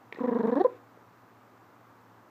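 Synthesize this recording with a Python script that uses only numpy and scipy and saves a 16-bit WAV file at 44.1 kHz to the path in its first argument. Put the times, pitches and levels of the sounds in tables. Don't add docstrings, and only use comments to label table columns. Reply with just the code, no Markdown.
import sys
import numpy as np
from scipy import signal
from scipy.fft import rfft, irfft, next_fast_len
from scipy.io import wavfile
from scipy.ndimage import map_coordinates

SR = 44100
rng = np.random.default_rng(int(sys.argv[2]) if len(sys.argv) > 2 else 0)


def generate_wav(sig):
    pcm = np.round(np.clip(np.atleast_2d(sig).T, -1, 1) * 32767).astype(np.int16)
    wavfile.write(sys.argv[1], SR, pcm)


N = 101429


def amp(db):
    return 10 ** (np.asarray(db) / 20)


def unit(x):
    return x / np.sqrt(np.mean(x ** 2) + 1e-20)


def along(points, hz):
    freqs, values = np.transpose(points)
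    return np.interp(np.log(hz + 1), np.log(freqs + 1), values)


def wobble(rate, size):
    return map_coordinates(rng.standard_normal(2048), [np.arange(size) * rate / SR], mode="mirror")


def filtered(x, response):
    size = next_fast_len(x.shape[-1] + 8192)
    return irfft(rfft(x, size) * response(np.fft.rfftfreq(size, 1 / SR)), size)[..., :x.shape[-1]]


def noise(tone, size):
    return unit(filtered(rng.standard_normal(size), lambda hz: amp(along(tone, hz))))


def fade(t, fade_s):
    return np.exp(-np.log(1000) * t / fade_s)


def puff(tone, t, fade_s):
    white = rng.standard_normal(len(t)) * fade(t, fade_s)
    return filtered(np.pad(white, (SR // 1000, 0)), lambda hz: unit(amp(along(tone, hz))))


def gate(t, length, rise, fall):
    opening = np.sin(np.pi / 2 * np.clip(t / rise, 0, 1))
    closing = np.sin(np.pi / 2 * np.clip((length - t) / fall, 0, 1))
    return opening * closing


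def add(track, start, sound):
    part = track[round(start * SR):][:len(sound)]
    part += sound[:len(part)]


# (frequency [Hz], relative level [dB])
BACKGROUND_TONE = [(25, -55), (50, -30.5), (80, -20), (105, -5.5), (145, -19.5), (175, -8), (210, -12),
                   (255, -3.5), (350, -9.5), (560, -12), (800, -9.5), (1150, -9), (1700, -17.5),
                   (3050, -31), (5000, -35), (7000, -37), (9900, -45.5), (12500, -37.5), (15200, -36.5)]

def background(hum_hz=117, drift_hz=2, waver_db=1.8, hum_db=-68, noise_db=-57.5):
    phase = 2 * np.pi * np.cumsum(hum_hz + drift_hz * wobble(4.2, N)) / SR
    hum = unit(np.sin(phase) * amp(waver_db * wobble(8.5, N)))
    return amp(noise_db) * noise(BACKGROUND_TONE, N) + amp(hum_db) * hum


# (time [s], ring level [dB], ring pitch [Hz], ring fade time [s], snap level [dB])
TICK_EVENTS = [(0.1247, -34.5, 431, 0.03, -32), (.145, -58, 2400, 0.016, -42.5),
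               (0.149, -32.5, 289, 0.012, -57), (0.16, -38, 1890, 0.026, -54),
               (.172, -36, 493, 0.023, -50.5), (0.1866, -25, 380, 0.019, -45.5),
               (0.1942, -30.5, 1080, 0.017, -58.5), (0.675, -36, 900, .015, -60),
               (0.974, -39, 463, 0.015, -88)]
# (frequency [Hz], relative level [dB])
SNAP_TONE = [(100, -38), (300, -10), (900, -0.5), (1500, -1.5), (2300, 7), (2900, -9.5), (3800, -7),
             (5200, -17), (6000, -33), (7500, -35), (12000, -43.5)]

def ticks(rise_s=0.00033):
    out, t = np.zeros(N), np.arange(SR // 10) / SR
    for start, ring_db, hz, fade_s, snap_db in TICK_EVENTS:
        ring = fade(t, fade_s) * (1 - np.exp(-t / rise_s)) * np.sin(2 * np.pi * hz * t)
        snap = puff(SNAP_TONE, t, fade_s=.012)[:len(t)]
        add(out, start, amp(ring_db) * ring + amp(snap_db) * snap)
    return out


# (time [s], length [s], level [dB])
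RUSTLE_EVENTS = [(0.134, 0.097, -57.5), (0.681, 0.107, -63.5)]
# (frequency [Hz], relative level [dB])
RUSTLE_TONE = [(300, -16), (1000, 5.5), (1900, -5), (2550, -4), (3100, -18), (3700, -10), (4600, -22.5),
               (5500, -28.5), (7500, -24), (10000, -41.5)]

def rustles(grain_db=-0.5):
    out, t = np.zeros(N), np.arange(SR // 4) / SR
    for start, length, db in RUSTLE_EVENTS:
        grainy = unit(amp(grain_db * wobble(230, len(t))) * noise(RUSTLE_TONE, len(t)))
        add(out, start, amp(db) * gate(t, length, rise=.017, fall=.017) * grainy)
    return out


# (time [s], length [s], mid-burst pitch [Hz], climb [octaves], level [dB],
# brightness [dB per octave], breath boost [dB], opening tick boost [dB], swell over the burst [dB])
TRILL_BURSTS = [(0.203, 0.022, 246, 0.1, -25, -5, -0.5, -4, 0.5),
                (.234, 0.029, 249.2, 0.065, -23.5, 0, 4, -4.5, 0),
                (0.275, 0.025, 244.3, 0.11, -22, -1.5, 6, -5, 4.5),
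                (.310, .028, 232, 0.25, -24.5, -0.5, 4.5, -4.5, -3),
                (.348, 0.031, 235.7, 0.36, -23, -1.5, 3, -2, -2),
                (0.388, 0.028, 219.2, 0.39, -23.5, 0, 3, 2, 6),
                (0.431, .031, 220.2, 0.25, -23.5, 0, 2, -0.5, 5),
                (0.473, .030, 229, 0.33, -23.5, -1, 6, 1.5, -1),
                (0.517, 0.026, 245.3, 0, -22.5, 0.5, 3, 0, -1),
                (0.557, 0.031, 282.3, 0.42, -22, 1.5, 4, 3, -0.5),
                (.598, 0.024, 372.5, 0.22, -17.5, 3.5, -1, 4, 6.5),
                (.645, .023, 504, 0, -12.5, -3.5, -0.5, 0.5, -3.5)]
# (frequency [Hz], relative level [dB])
VOICE_TONE = [(200, 1), (480, -0.5), (720, -8.5), (990, -7), (1150, -22), (1400, -45.5), (1650, -14.5),
              (1870, -28), (2150, -54), (2650, -51), (3050, -49.5), (3900, -43.5), (4500, -51), (5100, -71)]
MURMUR_TONE = [(220, 7), (450, -13), (750, -13.5), (1030, -1), (1300, -33), (2000, -49), (3000, -59.5)]
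BREATH_TONE = [(100, -50), (200, -14.5), (450, 13.5), (750, -1.5), (1030, 12), (1300, -7), (1850, -3),
               (2600, -21.5), (4100, -29), (5200, -39.5), (7200, -37), (9500, -53.5), (13000, -40)]
OPENING_TONE = [(100, -46.5), (250, -21), (500, 19), (1300, 9), (2600, -24), (3800, -11), (4800, -27),
                (5500, -20), (6500, -38), (10000, -54.5)]

def trill(low_hz=235, rise_s=.012, close_s=.008, murmur_s=.018, breath_edge_s=.0039):
    out, t = np.zeros(N), np.arange(SR // 10) / SR
    harmonic = np.arange(1, 23)[:, None]
    for start, length, hz, climb, db, brightness, breath_db, tick_db, swell_db in TRILL_BURSTS:
        progress = np.minimum(t / length, 1)
        pitch = hz * 2 ** (climb * (progress ** .86 - .5 ** .86))
        pitch *= 1 + .006 * wobble(220, len(t))
        pitch *= 1 - .08 * np.clip((t - length) / close_s, 0, 1)
        phase = 2 * np.pi * np.cumsum(pitch) / SR
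        waves = np.cos(harmonic * phase)

        balance_db = -7 * (harmonic > 2) + brightness * np.log2(harmonic)
        voice = np.sum(amp(along(VOICE_TONE, harmonic * pitch) + balance_db) * waves, axis=0)
        voice *= gate(t, length, rise_s * (low_hz / hz) ** .9, close_s)
        voice *= amp(.4 * wobble(200, len(t)))
        voice *= amp(swell_db * (progress - .5))

        murmur_db = -13 - 17 * np.log2(hz / low_hz)
        murmur = np.sum(amp(along(MURMUR_TONE, harmonic * pitch) + murmur_db) * waves, axis=0)
        closed = np.clip((t - length) / close_s + 1, 0, 1)
        murmur *= closed * gate(t, length + murmur_s, rise_s, close_s)
        murmur *= fade(np.maximum(t - length, 0), fade_s=.12)

        breath = noise(BREATH_TONE, len(t)) * (1 + .37 * np.cos(phase))
        breath *= gate(t, length + breath_edge_s, breath_edge_s, breath_edge_s)
        add(out, start, amp(db) * (voice + murmur) + amp(breath_db - 44.5) * breath)

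        tick = amp(tick_db - 31.5) * puff(OPENING_TONE, t, fade_s=.016)
        add(out, start - .002 * hz / low_hz, tick)
    return out


# (delay [s], level [dB])
WALL_ECHOES = [(.0063, -25.5), (.0112, -22), (.0165, -28)]
# (frequency [Hz], fade time [s])
TAIL_FADES = [(200, 0.31), (500, 0.36), (1000, 0.19), (3000, .4), (10000, 0.18)]
# (frequency [Hz], relative level [dB])
TAIL_TONE = [(200, 9), (380, 5), (500, 0), (750, -0.5), (1020, 6), (1500, 11.5), (2100, -5.5), (2600, 1),
             (3100, -7), (3700, 0.5), (5000, 4), (7500, 5)]

def room(sound, tail_db=-19.5):
    hz, t, bands = signal.stft(rng.standard_normal(SR // 2), SR, nperseg=256)
    bands *= fade(t, along(TAIL_FADES, hz)[:, None])
    tail = unit(signal.istft(bands, SR, nperseg=256)[1])
    tail = filtered(tail / np.sqrt(len(tail)), lambda f: amp(along(TAIL_TONE, f)))
    tail = np.pad(tail, (SR // 200, 0))
    echoes = filtered(sound, lambda f: sum(amp(db) * np.exp(-2j * np.pi * f * delay)
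                                           for delay, db in WALL_ECHOES))
    return echoes + amp(tail_db) * signal.fftconvolve(sound, tail)[:N]


def scene(low_cut_hz=155):
    direct = filtered(ticks() + rustles() + trill(), lambda hz: 1 / (1 + (low_cut_hz / (hz + 1)) ** 6))
    return (background() + direct + room(direct))[None]


def record(dry):
    return filtered(dry, lambda hz: hz < 15330)


dry = scene()
out = record(dry)
generate_wav(out)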